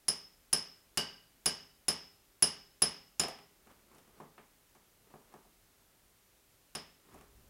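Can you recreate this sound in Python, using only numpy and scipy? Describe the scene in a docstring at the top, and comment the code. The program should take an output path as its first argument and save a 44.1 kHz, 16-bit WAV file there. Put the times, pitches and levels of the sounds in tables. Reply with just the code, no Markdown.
"""Over quiet room air and a thin whine, a brass hammer drives a steel punch against the lock ring
of a sheet-metal fuel tank in a garage: eight hard blows, each the ringing modes of hammer and punch
over a noisy crack and the clank of the tank. The eighth jolts the ring loose and it rattles briefly.
Soft filtered knocks and scrapes of rough noise follow as the punch is shifted and set down; it is
tapped once more, with two last knocks while the tank rocks in a low rumble."""
import sys
import numpy as np
from scipy import signal
from scipy.fft import rfft, irfft, next_fast_len
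from scipy.io import wavfile
from scipy.ndimage import uniform_filter1d

SR = 44100
rng = np.random.default_rng(int(sys.argv[2]) if len(sys.argv) > 2 else 0)


def store_pcm(level_fs):
    """Save levels as 16-bit WAV."""
    pcm = np.round(np.clip(level_fs, -1, 1) * 32767).astype(np.int16)
    wavfile.write(sys.argv[1], SR, np.atleast_2d(pcm).T)


N = 330309
TIME = np.arange(N) / SR  # the whole scene [s]
TAIL = np.arange(int(.7 * SR)) / SR  # the span of one struck sound [s]
FLAT = [(1000, 0)]  # an uncoloured spectrum: (frequency [Hz], level [dB per Hz])


def from_db(db):
    """Decibels to gain."""
    return 10 ** (np.asarray(db) / 20)


def unit(x):
    """Scale to energy one."""
    return x / np.sqrt(np.sum(x ** 2) + 1e-20)


def at_hz(points, hz):
    """Read a table along a logarithmic frequency axis."""
    freqs, values = np.transpose(points)
    return np.interp(np.log(np.maximum(hz, 1)), np.log(freqs), values)


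def gain_curve(rows):
    """A level curve as a gain per sample, silent before its first point."""
    level_db = np.interp(TIME, *np.transpose(rows))
    return from_db(level_db) * (TIME >= rows[0][0])


def dying(t60):
    """An envelope that falls 60 dB in t60 seconds."""
    return np.exp(-np.log(1000) * TAIL / max(t60, 1e-3))


def add(track, s, sound):
    """Mix a sound in at a given time in seconds."""
    start = int(round(s * SR))
    track[start:start + len(sound)] += sound[:N - start]


def noise(spectrum):
    """Steady coloured noise of rms one."""
    size = next_fast_len(N)
    colour = from_db(at_hz(spectrum, np.fft.rfftfreq(size, 1 / SR)))
    coloured = irfft(rfft(rng.standard_normal(size)) * colour, size)[:N]
    return unit(coloured) * np.sqrt(N)


def wash(spectrum, t60s):
    """Countless overlapping modes: noise whose half-octave bands each die at their own rate."""
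    hz = np.fft.rfftfreq(len(TAIL), 1 / SR)
    bins = rfft(rng.standard_normal(len(TAIL))) * from_db(at_hz(spectrum, hz))
    band = np.round(2 * np.log2(np.maximum(hz, 20)))
    total = np.zeros(len(TAIL))
    for k in np.unique(band):
        # an energy-one envelope keeps the band's energy independent of its decay
        envelope = unit(dying(at_hz(t60s, 2 ** (k / 2))))
        total += irfft(bins * (band == k), len(TAIL)) * envelope
    return unit(total)


# how long the garage rings: (frequency [Hz], t60 [s])
GARAGE_DECAY = [(60, .45), (160, 0.82), (420, 0.33), (1100, 0.46), (2900, 0.48), (5200, 0.46),
                (7800, 0.2826), (10300, 0.22), (16000, 0.17)]
EARLY_DB, EARLY_T60_S = 6.5, 0.13  # boost of the first reflections and its fading time


def reverberation(spectrum, build_s):
    """The garage's diffuse tail: it swells as reflections arrive; the nearest surfaces return most."""
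    early = 1 + from_db(EARLY_DB) * dying(EARLY_T60_S)
    swell = 1 - np.exp(-TAIL / max(build_s, 1e-4))
    return unit(wash(spectrum, GARAGE_DECAY) * early * swell)


def shifted(room, change_db):
    """Arm and body move between blows, which changes part of the reflections."""
    return unit(room + from_db(change_db) * reverberation(FLAT, build_s=.006))


def burst(spectrum, t60, room_db):
    """A short dense burst of noise together with its reverberation."""
    direct = wash(spectrum, [(1000, t60)])
    return unit(direct + from_db(room_db) * reverberation(spectrum, build_s=0.0086))


def ring(modes, room, room_db, rise_s):
    """Modes of one struck body, neighbours in opposite sense, heard directly and through the garage."""
    direct = np.zeros(len(TAIL))
    for k, (hz, db, t60) in enumerate(sorted(modes)):
        mode = unit(np.sin(2 * np.pi * hz * TAIL) * dying(t60))
        direct += (-1) ** k * from_db(db) * mode
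    direct = unit(direct * (1 - np.exp(-TAIL / max(rise_s, 1e-5))))
    reflected = unit(signal.fftconvolve(direct, room)[:len(TAIL)])
    return unit(direct + from_db(room_db) * reflected)


# colour of the room air: (frequency [Hz], level [dB per Hz])
AIR_COLOUR = [(12, -29), (20, 4.5), (41, 4.5), (65, -4.5), (95, -4), (158, -7.5), (355, -8.5), (408, -7),
              (456, -12.5), (510, -10.5), (1050, -14), (1180, -13.5), (5320, -17.5), (12000, -17.5),
              (15800, -19.5)]
AIR_DB = -67  # rms level
WHINE_HZ, WHINE_DB = 11970, -84  # pitch and rms level


def background():
    """Quiet room air as steady coloured noise, and a thin, faint whine as one sine."""
    whine = np.sqrt(2) * np.sin(2 * np.pi * WHINE_HZ * TIME)
    return from_db(AIR_DB) * noise(AIR_COLOUR) + from_db(WHINE_DB) * whine


# the tank rocking on its cardboard: (time [s], level [dB])
ROCKING_LEVEL = [(7.0, -78), (7.096, -67), (7.134, -62), (7.29, -70), (7.33, -61.5), (7.49, -61)]
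# colour of the rocking: (frequency [Hz], level [dB per Hz])
RUMBLE_COLOUR = [(20, -7), (60, -1.5), (110, -14.5), (220, -18.5), (450, -24), (1500, -40.5)]


def rocking():
    """The tank rocks under the hand: low noise following a level curve."""
    return gain_curve(ROCKING_LEVEL) * noise(RUMBLE_COLOUR)


SLIDE_SWELL_DB_PER_S, SLIDE_FADE_DB_PER_S = 160, 110


def slide(s, db):
    """A slide gathers speed, then slows: its gain per sample."""
    t = TIME - s
    return from_db(db - np.maximum(-SLIDE_SWELL_DB_PER_S * t, SLIDE_FADE_DB_PER_S * t))


# short slides of the punch tip over the ring: (time of the fastest moment [s], level [dB])
TIP_SLIDES = [(3.715, -62.5), (3.96, -64.5), (4.19, -63.5), (5.11, -64), (5.345, -65.5), (7.115, -64),
              (7.18, -64)]
# colour of the dragging tip: (frequency [Hz], level [dB per Hz])
DRAG_COLOUR = [(60, -7), (160, -0.5), (400, 1.5), (700, -6.5), (1150, -4), (1600, -10.5), (2300, -13.5),
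               (4000, -21.5), (16000, -26.5)]


def scrapes(rough_db):
    """The tip sticks and slips as it drags: noise whose level wavers at random within each slide."""
    slips = uniform_filter1d(rng.standard_normal(N), size=400)  # smoothed over 9 ms
    slips = unit(slips) * np.sqrt(N)
    speed = sum(slide(s, db) for s, db in TIP_SLIDES)
    return speed * from_db(rough_db * slips) * noise(DRAG_COLOUR)


# the tip knocking on its seat: (frequency [Hz], level [dB per Hz])
SEAT_COLOUR = [(100, -28), (165, 10.5), (280, -3), (400, -2), (540, -47), (720, 9), (1100, 7), (1600, -4.5),
               (2200, 2), (4000, 5.5), (16000, -25)]


def soft_knock(panels, bright_hz):
    """A soft contact stirs only the tank's lower modes and is too light to move it as a whole."""
    soft = signal.butter(3, bright_hz, fs=SR, output="sos")
    light = signal.butter(2, 120, "high", fs=SR, output="sos")
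    seat = wash(SEAT_COLOUR, [(1000, .022)]) + from_db(-2) * reverberation(SEAT_COLOUR, build_s=.004)
    return unit(signal.sosfilt(np.vstack([soft, light]), from_db(4) * panels + seat))


# colour of steel and brass in contact: (frequency [Hz], level [dB per Hz])
CRACK_COLOUR = [(15, -53.5), (500, -18), (2000, -8), (4200, -7), (5600, 1.5), (6500, -0.5), (8500, -1.5),
                (10500, 1.5), (11500, -4.5), (12600, -10), (14000, -12), (15400, -9.5), (16000, -36)]


def steel_tick():
    """The small bright click of steel meeting steel."""
    return burst(CRACK_COLOUR, t60=0.028, room_db=-4.5)


def contact_crack():
    """The dense bright crack of the hammer meeting the punch."""
    return burst(CRACK_COLOUR, t60=.032, room_db=-4)


# light knocks of the punch on ring and tank:
# (time [s], knock level [dB], brightness as low-pass cutoff [Hz], steel tick level [dB])
LIGHT_KNOCKS = [(3.670, -31.5, 1700, -47), (3.9154, -34.5, 1600, -48), (3.948, -38, 1217, -41),
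                (3.983, -39, 3800, -41), (4.076, -37.5, 1200, -50), (4.2015, -18.5, 1290, -42),
                (4.235, -27.5, 1020, -51), (4.3792, -24, 2140, -50), (4.7496, -32.5, 1610, -44),
                (5.1392, -22, 1180, -49), (5.3393, -23, 1350, -41), (5.4506, -36, 996, -51),
                (7.1428, -25, 1200, -38), (7.2106, -30.5, 1994, -39)]


def knocks(panels):
    """The punch is set down on the tank and nudged into place: dull knocks with bright ticks."""
    out = np.zeros(N)
    for s, knock_db, bright_hz, tick_db in LIGHT_KNOCKS:
        add(out, s, from_db(knock_db) * soft_knock(panels, bright_hz))
        add(out, s, from_db(tick_db) * steel_tick())
    return out


# the loosened lock ring bouncing on its seat:
# (time [s], ring clank level [dB], tank knock level [dB], steel tick level [dB])
RING_BOUNCES = [(3.2353, -16, -9.5, -20), (3.283, -15, -19.5, -22), (3.334, -37, -33, -46),
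                (3.388, -34, -28.5, -41)]
# modes of the loose lock ring: (frequency [Hz], level [dB], t60 [s])
LOCK_RING_MODES = [(490, -4, 0.023), (663, -4, 0.039), (774, 2.5, 0.027), (817, -4, 0.057),
                   (1040, -11, 0.03), (1200, -19, 0.027), (1980, -15, .04)]


def rattle(panels, room):
    """Once free, the lock ring bounces a few times with a hollow clank of its own."""
    out = np.zeros(N)
    for s, clank_db, knock_db, tick_db in RING_BOUNCES:
        clank = ring(LOCK_RING_MODES, room, room_db=-4.5, rise_s=0.0013)
        add(out, s, from_db(clank_db) * clank)
        add(out, s, from_db(knock_db) * soft_knock(panels, bright_hz=2860))
        add(out, s, from_db(tick_db) * steel_tick())
    return out


# modes of the tank's panels: (frequency [Hz], level [dB], t60 [s])
TANK_MODES = [(56.8, -10.5, 0.25), (83, -7.5, .25), (149, 2, .3), (172, -1.5, 0.48), (215.7, 1.5, 0.3),
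              (237.2, -0.5, .25), (260.8, -10.5, 0.64), (285.8, -1, .25), (336, -7.5, .25),
              (400.6, -3.5, 0.47), (412, -9, 0.78), (441, 4, 0.26), (537, -4, 0.42), (610, -6.5, 0.067),
              (635, -5, 0.091), (648, -4, 0.2), (730, 1.5, 0.12), (812, -9.5, 0.81), (882, -2, 0.26),
              (994, -3.5, 0.17), (1001, -5, 0.17), (1073, -4, 0.15), (1128, -2, 0.17), (1220, -2.5, .2),
              (1480, -22, 0.12), (1702, -7, 0.17), (2000, -4.5, 0.4), (2180, -7.5, .2)]
# colour of the tank's dense clank: (frequency [Hz], level [dB per Hz])
CLANK_COLOUR = [(15, -47.5), (35, -23), (70, 1), (115, -7.5), (160, -5), (400, 1), (800, -1), (1200, 0.5),
                (1420, -4.5), (1750, -3.5), (2200, -2.5), (3200, -3.5), (4000, -7.5), (5500, -14),
                (8000, -38), (16000, -38)]


def tank_panels(room):
    """Sheet metal: a dense burst of crowded modes plus the panel modes that stand out."""
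    dense_modes = burst(CLANK_COLOUR, t60=.028, room_db=3)
    clear_modes = ring(TANK_MODES, room, room_db=-18.0, rise_s=0.00077)
    return unit(dense_modes + from_db(-4.0) * clear_modes)


def tank_clank(panels, fresh_db):
    """The tank answers each blow alike, apart from a share that depends on the exact spot."""
    return unit(panels + from_db(fresh_db) * burst(CLANK_COLOUR, t60=.04, room_db=2))


def answer_db(response, force_db, slant):
    """Level of one part for a blow of a given force and slant."""
    full_db, steepness, glancing_db = response
    return full_db + steepness * force_db + glancing_db * slant


# hammer blows: (time [s], force [dB], tank level relative to force [dB],
# slant [0 square - 1 glancing], punch tip level relative to force [dB])
HAMMER_BLOWS = [(0.0824, -4, -5.5, .05, -13), (0.5288, -2.5, -3.5, .22, -16), (0.9737, -4, 0, 1, -14),
                (1.4586, -2, -3, 0.54, -10), (1.8826, -4, -1, 0.19, -7), (2.4238, 0, -3.5, 0.34, -9),
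                (2.8198, -1.73, -1, 0.14, -25), (3.1961, -5, 0.6, 0.25, 1.5), (6.751, -16, 4.5, .3, -7)]
# modes of hammer head and punch: (frequency [Hz], level [dB], t60 [s])
HEAD_MODES = [(4560, -19, .05), (4810, -12, .08), (4960, -11, .04), (5052, -5, .06), (5115, -6, .04),
              (5230, -5, .035), (5302, -5, .05), (5365, -9, .07), (5440, -13, .04), (5552, -14, .06),
              (5720, -17, .05), (5168, 0, .075)]
BENDING_MODES = [(1575, -9, .07), (2860, -4, .04), (2915, -4, .04), (3020, -7, .04), (4700, -5, .04),
                 (4785, -3, .06), (2961, -1.5, .06)]
TIP_MODES = [(7030, 0, .025)]
OVERTONE_MODES = [(9280, -6, .025), (9430, -10, .025), (9355, 0, .05)]
LENGTHWISE_MODES = [(10062, -11, .03), (10220, -10, .025), (10420, -13, .025), (10572, -16, .04),
                    (15450, -25, .02), (10316, 0, .062)]
# how each part answers a blow: (level at a square blow of 0 dB force [dB],
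# steepness [dB per dB of force], change at a fully glancing blow [dB])
CRACK_ANSWER = (-0.84, 1.05, 0)
HEAD_ANSWER = (5.4, 1.1, -6)
BENDING_ANSWER = (-14, 0.92, 15)  # a glancing blow bends the punch
OVERTONE_ANSWER = (-1, .8, -14)
# only a hard, square blow is short enough to ring the punch end to end
LENGTHWISE_ANSWER = (11.66, 2.6, -12)


def blows(panels, room):
    """Force and slant of each blow set the levels of contact, hammer head and punch over the tank."""
    out = np.zeros(N)
    for s, force_db, tank_db, slant, tip_db in HAMMER_BLOWS:
        walls = shifted(room, change_db=4)
        tank = tank_clank(panels, fresh_db=-10.5)
        tip = ring(TIP_MODES, walls, room_db=-14.5, rise_s=0.00049)
        add(out, s, from_db(force_db + tank_db) * tank)
        add(out, s, from_db(force_db + tip_db) * tip)
        answering_parts = [
            (contact_crack(), CRACK_ANSWER),
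            (ring(HEAD_MODES, walls, room_db=0, rise_s=.0015), HEAD_ANSWER),
            (ring(BENDING_MODES, walls, room_db=4, rise_s=0.00079), BENDING_ANSWER),
            (ring(OVERTONE_MODES, walls, room_db=-11, rise_s=0.00044), OVERTONE_ANSWER),
            (ring(LENGTHWISE_MODES, walls, room_db=-11, rise_s=0.00017), LENGTHWISE_ANSWER)]
        for part, response in answering_parts:
            add(out, s, from_db(answer_db(response, force_db, slant)) * part)
    return out


def scene():
    """Tank and microphone stay put, so all blows share one set of panel modes and one basic room."""
    room = reverberation(FLAT, build_s=.006)
    panels = tank_panels(room)
    handling = rocking() + scrapes(rough_db=2.0) + knocks(panels)
    mix = background() + handling + rattle(panels, room) + blows(panels, room)
    return mix[None, :]


def record(dry):
    """The small microphone loses the deepest bass, and the top is cut steeply."""
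    bass_cut = signal.butter(2, 34, "high", fs=SR, output="sos")
    top_cut = signal.ellip(12, .1, 80, 15900, fs=SR, output="sos")  # .1 dB ripple, 80 dB down
    return signal.sosfilt(top_cut, signal.sosfilt(bass_cut, dry))


dry = scene()
out = record(dry)
store_pcm(out)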